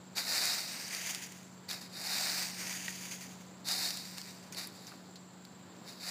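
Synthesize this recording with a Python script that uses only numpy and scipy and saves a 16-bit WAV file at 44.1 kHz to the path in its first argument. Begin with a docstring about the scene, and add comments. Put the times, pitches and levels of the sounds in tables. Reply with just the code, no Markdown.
"""In a garden, a child drags a small rake through dry leaves: three long pulls, then short scuffs.
Stick-slip friction excites the resonances of the digging tines; as the rake swings round and skims
on, the scrape gives way to loose leaves, whose many tiny fractures merge into a crackle.
Twigs snap, and shoes, rake head and handle knock, each an impulse with a damped ring.
A distant garden machine hums in wavering partials over faint outdoor noise and insects."""
import sys
import numpy as np
from scipy import signal
from scipy.fft import rfft, irfft
from scipy.io import wavfile
from scipy.ndimage import uniform_filter1d, map_coordinates

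SR = 44100
rng = np.random.default_rng(int(sys.argv[2]) if len(sys.argv) > 2 else 0)


def put_to_file(sound):
    """Save the sound as 16-bit audio at rate SR, in the file named by the first command-line argument."""
    columns = np.atleast_2d(sound).T  # one column per channel
    safe = np.clip(columns, -1, 1)
    whole_steps = np.round(safe * 32767)
    wavfile.write(sys.argv[1], SR, whole_steps.astype(np.int16))


N = 269010


def undb(db):
    """Decibels to amplitude ratio."""
    return 10 ** (np.asarray(db) / 20)


def unit(x):
    """Normalisation to rms 1."""
    return x / np.sqrt(np.mean(x ** 2))


def walk(per_s):
    """Slow random modulation: random steps, smoothed twice, at rms 1."""
    hold = max(int(SR / per_s), 2)
    steps = np.repeat(rng.standard_normal(N // hold + 1), hold)
    return unit(uniform_filter1d(uniform_filter1d(steps, hold), hold)[:N])


def ring(x, hz, width_hz):
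    """Second-order resonance with gain 1 at its centre."""
    return signal.lfilter(*signal.iirpeak(min(hz, SR / 2 - 1000), hz / width_hz, fs=SR), x)


def band(x, lo_hz, hi_hz, order):
    """Band-pass filtering."""
    return signal.sosfilt(signal.butter(order, [lo_hz, hi_hz], "band", fs=SR, output="sos"), x)


def colour(x, spectrum, size=4096):
    """Minimum-phase filtering to a given spectrum, so that clicks keep their sharp front."""
    hz, db = np.transpose(spectrum)
    gain = undb(np.interp(np.log(np.fft.rfftfreq(size, 1 / SR) + 1), np.log(hz), db))
    cepstrum = irfft(np.log(gain))
    cepstrum[1:size // 2] *= 2
    cepstrum[size // 2 + 1:] = 0
    return signal.fftconvolve(x, irfft(np.exp(rfft(cepstrum))))[:N]


# Spectrum of the outdoor background: frequency_hz, gain_db
AIR_SPECTRUM = [(30, -15), (72, -31), (95, -7.5), (150, -2), (260, 0.5), (420, -5.5), (900, -8),
                (1500, -12), (2700, -19.5), (4600, -16), (5800, -31.5), (8000, -37), (9300, -41),
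                (15000, -31)]

def outdoor_air():
    """Broadband noise, strongest in the bass, with slight amplitude modulation."""
    return unit(colour(rng.standard_normal(N), AIR_SPECTRUM)) * undb(-55.5 + 0.69 * walk(5.1))


def insects():
    """Narrow-band noise: a far chorus, and one nearer insect modulated into about 14 chirps a second."""
    chorus = unit(ring(ring(rng.standard_normal(N), 7360, 900), 7360, 900)) * undb(-66 + walk(16))
    chirp_phase = 2 * np.pi * np.cumsum(14 * (1 + 0.21 * walk(8.4))) / SR
    chirps = np.maximum(np.sin(chirp_phase), 0) * undb(2 * walk(11))
    carrier = ring(ring(rng.standard_normal(N), 7450, 260), 7450, 260)
    return chorus + unit(carrier * chirps) * undb(-71)


# Partials of the motor, before the swell: pitch_hz, level_db, waver_fraction
MOTOR_PARTIALS = [(92, -77, 0.0083), (107.2, -72, 0.0056), (121, -76, 0.0036), (134, -66.5, 0.01),
                  (155.6, -76, 0.0137), (183.6, -55, 0.004), (214.5, -69, 0.0116), (277.4, -72.5, 0.01494),
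                  (982, -72.5, 0.00796)]
# Swell of the whole hum: time_s, gain_db
MOTOR_SWELL = [(0, 0), (.5, -5), (1.4, -.5), (2.1, -1.5), (2.4, 2.5), (3.3, 1.5), (4.6, -1), (6.1, -3)]

def machine():
    """Superposition of a far motor's partials, which waver in pitch and fade in and out on the way."""
    hum = np.zeros(N)
    for pitch_hz, level_db, waver in MOTOR_PARTIALS:
        amplitude = np.sqrt(2) * undb(level_db + 0.5 * walk(4.9))
        phase = 2 * np.pi * np.cumsum(pitch_hz * (1 + waver * walk(10))) / SR
        hum += amplitude * np.sin(phase)
    return hum * undb(np.interp(np.arange(N) / SR, *np.transpose(MOTOR_SWELL)))


def crackle(per_s, spread_db, colour_db, scatter_db, scatter_s, bands=12):
    """Shot noise of breaking leaf edges: each click has its own colour and scatters through the litter."""
    strength = undb(spread_db * np.minimum(rng.exponential(size=N), 5.5))
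    clicks = (rng.random(N) < per_s / SR) * strength * rng.choice([-1, 1], N)
    edges_hz = np.linspace(0, 1, bands + 1) ** 1.5 * 16000 + 150
    grains = np.zeros(N)
    for k in range(bands):
        weighted = clicks * undb(colour_db * rng.uniform(-0.69, 1, N))
        grains += band(weighted, edges_hz[k], edges_hz[k + 1], order=2) * (-1) ** k
    grains = unit(grains)
    energy = signal.lfilter([1], [1, -np.exp(-1 / (scatter_s * SR))], grains ** 2)
    scatter = unit(np.sqrt(energy) * rng.standard_normal(N))
    return unit(grains + undb(scatter_db) * scatter)


# Spectrum of contact with the ground, for shoes and tines alike: frequency_hz, gain_db
GROUND_SPECTRUM = [(150, -10), (450, -13), (720, -3.5), (1050, -12.5), (1450, -8.5), (2450, -4.5),
                   (2850, -6.5), (3400, -17), (3750, -5), (6200, -0.5), (7700, -11), (9400, -12),
                   (12300, -16.5), (14600, -15)]

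def underfoot():
    """Sparse shot noise: leaves tick faintly under the shoes."""
    ticks = crackle(per_s=140, spread_db=2.5, colour_db=4, scatter_db=2, scatter_s=0.01, bands=5)
    return unit(colour(ticks, GROUND_SPECTRUM)) * undb(-71)


# Resonances of the tines: pitch_hz, width_hz, gain_db
TINE_MODES = [(3720, 270, 7), (4320, 150, 0.5), (4600, 140, -3), (4795, 71, -1)]

def tine_scrape():
    """Stick-slip friction drives resonances; each tine grips and lets go in its own time."""
    grit = crackle(per_s=4500, spread_db=2, colour_db=9.5, scatter_db=-3.5, scatter_s=0.0046)
    grit = colour(grit, GROUND_SPECTRUM)
    return grit + sum(undb(db + 3.1 * walk(35)) * ring(grit, hz, width) for hz, width, db in TINE_MODES)


# Spectrum of loose leaves: frequency_hz, gain_db
LEAF_SPECTRUM = [(150, -26), (500, -17), (800, -5.5), (1250, -11.5), (1900, 0.5), (2800, -1), (3900, -4.5),
                 (4750, -2.5), (5400, -8.5), (6700, 2), (8300, -6.5), (10200, -14), (11900, -14),
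                 (14500, -14.5)]

def loose_leaves():
    """Dense shot noise of stirred leaves, with one resonance in the treble."""
    grains = crackle(per_s=3000, spread_db=3, colour_db=10.5, scatter_db=1, scatter_s=0.015)
    leaves = colour(grains, LEAF_SPECTRUM)
    return leaves + undb(-1) * ring(leaves, hz=4710, width_hz=200)


def stray_leaves(rustle_gain, relative_db=-18.5, lag_s=0.071):
    """Relaxation: single leaves crack in the wake of the rake, their level lagging the rustle."""
    cracks = crackle(per_s=130, spread_db=3.5, colour_db=7, scatter_db=-5, scatter_s=0.0034, bands=5)
    pole = np.exp(-1 / (lag_s * SR))
    wake = signal.lfilter([1 - pole], [1, -pole], rustle_gain)
    return unit(colour(cracks, LEAF_SPECTRUM)) * undb(relative_db) * wake


def contact_envelope(start_s, rise_s, hold_s, fade_db_per_s, settle_db=-15, settle_db_per_s=55):
    """Double-slope decay: after a rise and a hold the rustle fades, then the last leaves settle slowly."""
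    t = np.arange(N) / SR - start_s
    rise = np.clip(t / rise_s, 0, 1) ** 1.17
    after_s = np.maximum(t - rise_s - hold_s, 0)
    return rise * undb(np.maximum(-fade_db_per_s * after_s, settle_db - settle_db_per_s * after_s))


# In these four tables level_db sets the rustle's middle band; body_db is its low band relative to that.
# The rake is set down: start_s, rise_s, hold_s, level_db, body_db
RAKE_LANDINGS = [(0.149, 0.029, 0.01, -35.5, -5), (1.683, 0.0074, .04, -41, -5.5),
                 (3.64, 0.067, 0.011, -34, -8.5), (4.547, 0.038, 0.0098, -40.5, -6.5),
                 (5.851, 0.037, 0.0062, -50.5, -5), (5.984, 0.1, .025, -40.5, -6.5)]
# Long pulls with the tines digging: start_s, rise_s, hold_s, level_db, body_db
RAKE_PULLS = [(0.206, 0.12, 0.18, -34.5, -6.5), (1.889, 0.23, .28, -37, -6), (3.688, 0.1, 0.061, -36.5, -9)]
# The rake skims and shoves loose leaves along: start_s, rise_s, hold_s, level_db, body_db
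RAKE_SKIMS = [(.63, 0.083, 0.12, -45, -5.5), (.86, .08, 0.15, -43, -3), (2.56, 0.037, 0.14, -43, -4),
              (2.8, 0.063, 0.26, -48.5, -5), (4.0, 0.072, 0.19, -54.5, -6.5), (4.7, 0.053, 0.1, -58, -10),
              (5.8, 0.076, 0.11, -61, -10)]
# Tufts of leaves catch and flip: start_s, level_db
TUFT_FLICKS = [(1.085, -42), (1.21, -47.5), (1.355, -57.5), (1.805, -49), (2.69, -51), (3.105, -49.5),
               (3.203, -46.5), (3.3, -58), (3.397, -59), (4.163, -49), (4.265, -51.5), (4.42, -58.5),
               (4.52, -51.5), (4.62, -48.5), (4.865, -53.5)]

def stirring(flick_rise_s=0.01, flick_hold_s=0.0067, flick_body_db=-5.5):
    """Incoherent sources add in power: all contacts sum to the gains of the rustle's body and middle."""
    flicks = [(s, flick_rise_s, flick_hold_s, db, flick_body_db) for s, db in TUFT_FLICKS]
    body_power, middle_power = np.zeros((2, N))
    for table, fade_db_per_s in (RAKE_LANDINGS, 198), (RAKE_PULLS, 69.5), (RAKE_SKIMS, 67), (flicks, 209):
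        for start_s, rise_s, hold_s, level_db, body_db in table:
            power = (undb(level_db) * contact_envelope(start_s, rise_s, hold_s, fade_db_per_s)) ** 2
            middle_power += power
            body_power += power * undb(body_db) ** 2
    return np.sqrt(body_power), np.sqrt(middle_power)


# The swing that goes with each pull: duration_s
SWING_DURATIONS = [0.87, 0.92, 1.02]

def swing(ease=1.83):
    """Accelerating motion from 0, digging, to 1, swung round and skimming; the next landing resets it."""
    t, sweep = np.arange(N) / SR, np.zeros(N)
    for (start_s, *_), duration_s in zip(RAKE_PULLS, SWING_DURATIONS):
        next_landing_s = min(s for s, *_ in RAKE_LANDINGS if s > start_s)
        sweep += np.clip((t - start_s) / duration_s, 0, 1) ** ease * (t < next_landing_s)
    return uniform_filter1d(sweep, size=256).clip(0, 1)


def near_echo(x, sweep, reflection, dig_lag_s=0.0003252, skim_lag_s=0.00025):
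    """Comb filtering by an inverted reflection: as its lag shrinks, the notches slide upward."""
    lag = (dig_lag_s + (skim_lag_s - dig_lag_s) * sweep) * SR
    return x - reflection * map_coordinates(x, [np.arange(N) - lag], order=5)


def balance(x, gains):
    """Complementary filters split body, middle and top; each is normalised and given its own gain."""
    hz, spectrum = np.fft.rfftfreq(N, 1 / SR), rfft(x)
    body = 1 / (1 + (hz / 3200) ** 16)
    below_top = 1 / (1 + (hz / 8200) ** 16)
    shares = body, below_top - body, 1 - below_top
    return sum(unit(irfft(spectrum * share, N)) * gain for share, gain in zip(shares, gains))


def rake(dig_top_db=-7.5, skim_top_db=-6):
    """Equal-power crossfade from scraping tines to loose leaves as the rake swings round and lifts."""
    body, middle = stirring()
    sweep = swing()
    top = middle * undb(dig_top_db + (skim_top_db - dig_top_db) * sweep)
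    scrape = near_echo(tine_scrape(), sweep, reflection=0.48)
    leaves = near_echo(loose_leaves(), sweep, reflection=0.3)
    # both catch and slip unevenly, so their levels flutter
    scrape = balance(scrape, (body, middle, top)) * undb(0.7 * walk(80))
    leaves = balance(leaves, (body, middle, top)) * undb(1.7 * walk(80))
    leaf_share = 0.057 + 0.81 * sweep
    return np.sqrt(1 - leaf_share) * scrape + np.sqrt(leaf_share) * leaves + stray_leaves(middle)


def impacts(table, crack_db, crack_s, width_share, tail_db, tail_s, size=4096):
    """Impulsive excitation: a broad crack and a rough, damped ring with a crinkling tail."""
    out, t = np.zeros(N + size), np.arange(size) / SR
    for start_s, peak_db, pitch_hz, t60_s in table:
        ring_noise, crack_noise = rng.standard_normal((2, size))
        fade = np.exp(-np.log(1000) * t / t60_s) + undb(tail_db) * np.exp(-t / tail_s)
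        # reversed, so that the resonance is at full strength from the start
        ringing = unit(ring(ring_noise, pitch_hz, pitch_hz * width_share)[::-1]) * fade
        top_hz = min(2 * pitch_hz + 1500, SR / 2 - 1000)
        crack = unit(band(crack_noise, pitch_hz / 4, top_hz, order=1)) * np.exp(-t / crack_s)
        hit = ringing + undb(crack_db) * crack
        start = int(start_s * SR)
        out[start:start + size] += undb(peak_db) * hit / np.abs(hit).max()
    return out[:N]


# Snapping twigs and flicking tines: start_s, peak_db, pitch_hz, t60_s
TWIG_SNAPS = [(.1815, -24, 4470, 0.011), (.4552, -15.5, 4430, 0.01), (.9485, -24.5, 4900, 0.011),
              (1.1095, -26.5, 6500, 0.015), (1.1478, -22, 4760, 0.011), (1.322, -37, 7000, .008),
              (1.712, -26, 3860, 0.021), (3.6865, -21, 4430, 0.019), (3.906, -21, 4600, 0.015),
              (3.972, -26.5, 4560, 0.011), (4.182, -29, 4870, 0.018), (4.215, -31.5, 4500, 0.023),
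              (4.524, -35, 6640, 0.039), (4.547, -33.5, 4300, 0.016), (4.6725, -29, 11000, 0.0079),
              (4.869, -35.5, 6000, 0.041), (5.157, -40.5, 4460, 0.096), (5.451, -37, 4500, .016)]

def snaps():
    """Sudden release of elastic energy: a twig breaks or a tine springs free with a bright crack."""
    return impacts(TWIG_SNAPS, crack_db=-3, crack_s=0.0013, width_share=0.14, tail_db=-36, tail_s=0.013)


# Knocks of shoes, rake head and handle: start_s, peak_db, pitch_hz, t60_s
DULL_KNOCKS = [(2.8806, -24.5, 1920, 0.019), (4.918, -43.5, 1410, 0.053), (4.938, -43.5, 700, 0.05),
               (5.088, -47, 780, .043)]

def knocks():
    """Damped vibration after a blunt impact: a softer crack and a lower ring."""
    return impacts(DULL_KNOCKS, crack_db=-10.5, crack_s=0.0061, width_share=0.16,
                   tail_db=-17, tail_s=0.022)


def scene():
    """Superposition in one channel: the rake close by, the garden behind it."""
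    return (snaps() + knocks() + rake() + underfoot() + machine() + outdoor_air() + insects())[None]


def record(dry, bass_hz=62, top_hz=15400):
    """Band limiting: the small microphone loses the deep bass, and the recorder cuts the top."""
    thin = signal.sosfilt(signal.butter(3, bass_hz, "high", fs=SR, output="sos"), dry)
    return signal.sosfilt(signal.ellip(10, 0.2, 75, top_hz, fs=SR, output="sos"), thin)


dry = scene()
out = record(dry)
put_to_file(out)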